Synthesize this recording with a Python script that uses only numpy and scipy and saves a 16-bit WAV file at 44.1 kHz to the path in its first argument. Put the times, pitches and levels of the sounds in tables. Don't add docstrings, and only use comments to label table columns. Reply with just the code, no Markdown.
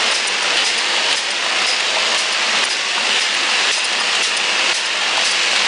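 import sys
import numpy as np
from scipy import signal
from scipy.fft import rfft, irfft, next_fast_len
from scipy.io import wavfile
from scipy.ndimage import uniform_filter1d, map_coordinates

SR = 44100
rng = np.random.default_rng(int(sys.argv[2]) if len(sys.argv) > 2 else 0)


def persist_wave(psi):
    counts = np.round(np.clip(psi, -1, 1) * 32767).astype(np.int16)
    wavfile.write(sys.argv[1], SR, np.atleast_2d(counts).T)


N = 250047

# (time [s], hiss [dB], time held open [s],
# nozzle whistle [dB], opening crack [dB], scrape on the cap [dB], gear level in the next cycle [dB])
CYCLES = [(0.137, -15, 0.018, -19.5, -16, -23, -0.5), (0.647, -16, 0.032, -22, -20, -21.5, -0.9),
          (1.159, -13.5, 0.013, -20, -16.5, -21, -1), (1.665, -17.5, 0.039, -19, -17, -38, -0.5),
          (2.177, -14, .016, -25, -13.5, -28, -0.4), (2.691, -15, 0.02, -18.5, -14, -23, -0.9),
          (3.198, -18, .025, -21.5, -16.5, -24, -0.2), (3.718, -9.5, 0.016, -17, -10.5, -25, -1.5),
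          (4.226, -10, 0.012, -25, -14.5, -31, -0.4), (4.733, -11, 0.023, -23, -14.5, -34, -0.1),
          (5.245, -15, 0.025, -22, -21, -24, -1)]
# (time [s], level [dB], shrill edge [dB])
CLACKS = [(.57, -17, -22), (1.11, -17, -22), (1.127, -12, -9), (1.618, -18, -22), (1.802, -16, -22),
          (2.145, -18.5, -21), (2.638, -10, 1), (3.925, -15.5, -20), (4.15, -12.5, -10),
          (5.171, -16.5, -22), (5.559, -13.5, -14)]
# (frequency [Hz], relative level [dB])
SHRILL_SPECTRUM = [(9000, -48), (11500, -5.5), (17000, 16), (21000, -20)]
# (frequency [Hz], relative level [dB])
NOZZLE_SPECTRUM = [(4200, -42), (4800, -3.5), (5050, 2.5), (5300, -9), (5900, -40.5)]
CYCLE_S, FIRST_BLAST_S = 0.511, CYCLES[0][0]


def amp(db):
    return 10 ** (np.asarray(db) / 20)


def unit(x):
    return x / np.sqrt(np.mean(x ** 2) + 1e-20)


def clock():
    return np.arange(N) / SR


def wobble(rate):
    return map_coordinates(rng.standard_normal(int(N * rate / SR) + 4), [np.arange(N) * rate / SR])


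def filtered(x, response):
    size = next_fast_len(N + SR // 2)
    return irfft(rfft(x, size) * response(np.fft.rfftfreq(size, 1 / SR)), size)[:N]


def coloured(x, spectrum):
    points_hz, db = np.transpose(spectrum)
    return unit(filtered(x, lambda hz: amp(np.interp(np.log(hz + 1), np.log(points_hz), db))))


def noise(spectrum):
    return coloured(rng.standard_normal(N), spectrum)


def patchy(x, depth_db, size=4096):
    bins = signal.stft(x, nperseg=size)[2]
    field = uniform_filter1d(rng.standard_normal(bins.shape), size=4, axis=0)
    field = uniform_filter1d(field, size=5, axis=1)
    return signal.istft(bins * amp(depth_db * unit(field)), nperseg=size)[1][:N]


def contacts(rate, spread_db):
    impulses = (rng.random(N) < rate / SR) * rng.choice([-1, 1], N)
    return unit(impulses * amp(spread_db * rng.standard_normal(N)))


def burst(start, attack, hold, t60):
    age = np.maximum(clock() - start, 0)
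    return (1 - np.exp(-age / attack)) * amp(-60 * np.clip((age - hold) / t60, 0, 2))


def pressing(lead_s=0.25):
    to_blast = (FIRST_BLAST_S - clock()) % CYCLE_S
    return uniform_filter1d(np.clip(2 * (1 - to_blast / lead_s), 0, 1), size=441)


def motor():
    # (frequency [Hz], peak level [dB])
    partials = [(149.7, -59.5), (199.6, -51.5), (349.4, -44), (499.2, -41)]
    return sum(amp(db + 0.92 * wobble(4)) * np.sin(2 * np.pi * hz * clock() + 0.5 * wobble(2.89))
               for hz, db in partials)


def gears():
    # (frequency [Hz], relative level [dB])
    grind_spectrum = [(70, -39.5), (160, -18), (205, -5.5), (310, -5), (540, 1.5), (850, 3), (1400, 0.5),
                      (2200, -2.5), (5000, -31)]
    rumble_spectrum = [(20, -8), (50, -9.5), (100, 4.5), (160, 1.5), (300, -30)]
    teeth = patchy(contacts(rate=1400, spread_db=3.5) + rng.standard_normal(N), depth_db=1.9)
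    rumble = amp(-39 + 4 * wobble(14)) * noise(rumble_spectrum)
    grind = amp(0.52 * wobble(14)) * coloured(teeth, grind_spectrum)
    drag_db = sum(db * ((clock() > s) & (clock() <= s + CYCLE_S)) for s, *_, db in CYCLES)
    return amp(-24.5 + drag_db + 1.17 * pressing()) * (grind + rumble)


def feeder(mains_hz=49.9, shake_db=1.5, settle_s=0.16):
    # (frequency [Hz], relative level [dB])
    rattle_spectrum = [(100, -53.5), (300, -31.5), (1000, -6), (1500, -6), (1800, 0.5), (2250, -0.5),
                       (3150, 0.5), (3500, -1), (4700, -2.5), (6000, -8), (7400, -12), (8400, -17),
                       (9300, -16), (10000, -30)]
    # (frequency [Hz], bandwidth [Hz], relative level [dB])
    modes = [(1784, 136, -2), (2643, 160, 3.5), (2800, 170, 4), (4700, 100, -30.5)]
    # (time [s], change of the rattle [dB], ringing relative to the rattle [dB])
    nearness = [(0, -0.6, -7), (.7, -0.9, -7.5), (1.4, -1.8, -6.5), (2.2, -0.34, -7), (3.15, 0, -5.5),
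                (3.9, 0.4, -5.5), (4.45, -0.5, -3.5), (5.1, -0.3, -5), (5.67, 0.4, -7.5)]

    def steel(hz):
        return sum(amp(db) * 1j * hz * width / (centre ** 2 - hz ** 2 + 1j * hz * width)
                   for centre, width, db in modes)

    phase = 2 * np.pi * mains_hz * clock()
    throw = amp(0.9 * np.sin(phase) + 0.5 * np.sin(2 * phase))
    impacts = throw * contacts(rate=4000, spread_db=3.1)
    hall_wash = 0.87 * rng.standard_normal(N)
    chatter = coloured(patchy(impacts + hall_wash, depth_db=1.92), rattle_spectrum)
    ring = filtered(throw * contacts(rate=3000, spread_db=2.5), steel)
    ring = unit(patchy(ring, depth_db=0.8))
    times, near_db, chute_db = np.transpose(nearness)
    since_blast = (clock() - FIRST_BLAST_S) % CYCLE_S
    stir_db = shake_db * np.exp(-since_blast / settle_s)
    level_db = -18 + np.interp(clock(), times, near_db) + stir_db
    ring_db = np.interp(clock(), times, chute_db) + pressing()
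    return amp(level_db) * (chatter + amp(ring_db) * ring)


def thuds(transfer_db=-37):
    push = sum(amp(db + transfer_db) * burst(s - 0.004, attack=0.002, hold=0.0067, t60=0.06)
               for s, db, *_ in [*CYCLES, *CLACKS])
    return push * noise([(20, -4), (60, -2), (130, 5), (250, -8), (800, -51)])


def squeals():
    # (time [s], relative level [dB], duration [s], frequency [Hz])
    rubs = [(0.563, -25, .03, 4600), (.72, -35, 0.071, 4580), (4.422, -24, 0.11, 2885),
            (4.62, -35, .1, 2700), (5.305, -21, .025, 4640)]
    out = np.zeros(N)
    for s, db, length, hz in rubs:
        tone = np.sin(2 * np.pi * hz * clock() + 0.64 * wobble(76))
        out += amp(db + 2.5) * burst(s, attack=0.02, hold=length, t60=0.15) * tone
    return out


def knocks():
    # (time [s], level of each mode [dB], pitch [Hz])
    blows = [(0.94, -22, 900), (1.462, -19, 846), (1.968, -18.5, 790), (2.977, -15, 1188),
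             (3.488, -19, 1094), (3.777, -20, 802), (4.007, -20, 1150), (5.018, -20, 1008),
             (5.176, -17, 820)]
    out = np.zeros(N)
    for s, db, hz in blows:
        ring = sum(np.sin(2 * np.pi * (hz * ratio * clock() + rng.random())) for ratio in (0.8, 1, 1.22))
        out += amp(db) * burst(s, attack=0.00068, hold=0.0034, t60=0.043) * ring
    return filtered(out, lambda hz: hz ** 2 / (hz ** 2 + 300 ** 2))


def clacks():
    # (frequency [Hz], relative level [dB])
    body_spectrum = [(150, -38), (600, -6), (1800, 4.5), (3000, 4.5), (4200, 2.5), (5200, -7), (7000, -3.5),
                     (10000, -9.5)]
    body = sum(amp(db) * burst(s, attack=0.00066, hold=0.0033, t60=0.047) for s, db, _ in CLACKS)
    edge = sum(amp(db) * burst(s + 0.003, attack=0.001, hold=0.004, t60=0.04) for s, _, db in CLACKS)
    return body * noise(body_spectrum) + edge * noise(SHRILL_SPECTRUM)


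def scrapes(lead_s=0.13):
    # (frequency [Hz], relative level [dB])
    scrape_spectrum = [(1200, -29), (2600, -8.5), (3000, 7.5), (3350, -2), (3900, -1.5), (4700, -6),
                       (8000, -23)]
    pressure = sum(amp(db) * burst(s - lead_s, attack=0.034, hold=0.11, t60=0.071)
                   for s, *_, db, _ in CYCLES)
    return pressure * coloured(contacts(rate=5000, spread_db=3), scrape_spectrum)


def spits():
    # (time [s], relative level [dB], whistle frequency [Hz], relative nozzle level [dB])
    escapes = [(0.111, -29, 9200, -29), (0.272, -21, 9100, -39), (.423, -31, 9250, -34),
               (0.777, -27.5, 9200, -22), (1.305, -28, 9100, -19), (2.322, -29.5, 9360, -20.5),
               (2.643, -19.5, 9370, -20), (3.339, -30.5, 9400, -33), (3.779, -26, 9000, -32),
               (3.842, -23, 9300, -21), (3.998, -30, 9100, -24), (4.366, -23.5, 9170, -20),
               (4.856, -29.5, 9200, -22), (5.311, -26.5, 9150, -30)]
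    # (frequency [Hz], relative level [dB])
    hiss_spectrum = [(1500, -20.5), (4000, -15), (6000, 3), (8000, -3), (10000, -8)]
    out, hiss, nozzle = np.zeros(N), noise(hiss_spectrum), noise(NOZZLE_SPECTRUM)
    for s, db, hz, nozzle_db in escapes:
        whistle = np.sin(2 * np.pi * hz * clock() + 1.5 * wobble(550))
        air = amp(db) * (amp(3) * whistle + amp(0.5) * hiss) + amp(nozzle_db - 0.5) * nozzle
        out += burst(s, attack=0.0004, hold=0.013, t60=0.013) * air
    return out


def plunger(lag_s=0.019):
    # (frequency [Hz], relative level [dB])
    click_spectrum = [(900, -33), (1600, -3), (2050, 3), (2500, -4.5), (3500, -23)]
    landings = sum(burst(s + lag_s, attack=0.001, hold=0.004, t60=0.02) for s, *_ in CYCLES)
    return amp(-17) * landings * noise(click_spectrum)


def valve():
    # (frequency [Hz], relative level [dB])
    jet_spectrum = [(800, -33), (2100, 2.5), (3500, 2.5), (4400, 3.5), (4700, 0), (5650, 3.5), (6250, 2),
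                    (6700, -2), (8800, -5), (9800, -5.5)]
    flow, whistle, crack = np.zeros((3, N))
    for s, hiss_db, hold, whistle_db, crack_db, *_ in CYCLES:
        flow += amp(hiss_db) * burst(s, attack=0.0018, hold=hold, t60=0.26)
        whistle += amp(whistle_db) * burst(s, attack=0.001, hold=hold, t60=0.32)
        crack += amp(crack_db) * burst(s, attack=0.00032, hold=0.0025, t60=0.01)
    jet = (flow + amp(5.5) * crack) * noise(jet_spectrum)
    nozzle = whistle * noise(NOZZLE_SPECTRUM)
    edge = (amp(3.5) * flow + amp(18.5) * crack) * noise(SHRILL_SPECTRUM)
    return jet + nozzle + edge


def scene():
    mono = gears() + feeder() + motor() + scrapes() + squeals()
    mono += valve() + spits() + knocks() + clacks() + thuds() + plunger()
    return np.array([mono, mono])


def gain_control(x, threshold_db, slow_share, quick_share):
    power = np.abs(uniform_filter1d(x[0] ** 2, size=88))
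    excess_db = np.maximum(10 * np.log10(power + 1e-12) - threshold_db, 0)

    def held(fall_db_per_s):
        fall_db = fall_db_per_s * clock()
        return np.maximum.accumulate(excess_db + fall_db) - fall_db

    return x * amp(-slow_share * held(34.5) - quick_share * held(1509))


def record(dry, ceiling=0.8, cutoff_hz=10120):
    ducked = gain_control(dry, threshold_db=-10, slow_share=0.29, quick_share=0.57)
    rounded = ducked / (1 + (ducked / ceiling) ** 6) ** (1 / 6)
    treble_cut = lambda hz: amp(-np.clip((hz - cutoff_hz) / 5, 0, 100))
    return np.array([filtered(channel, treble_cut) for channel in rounded])


dry = scene()
out = record(dry)
persist_wave(out)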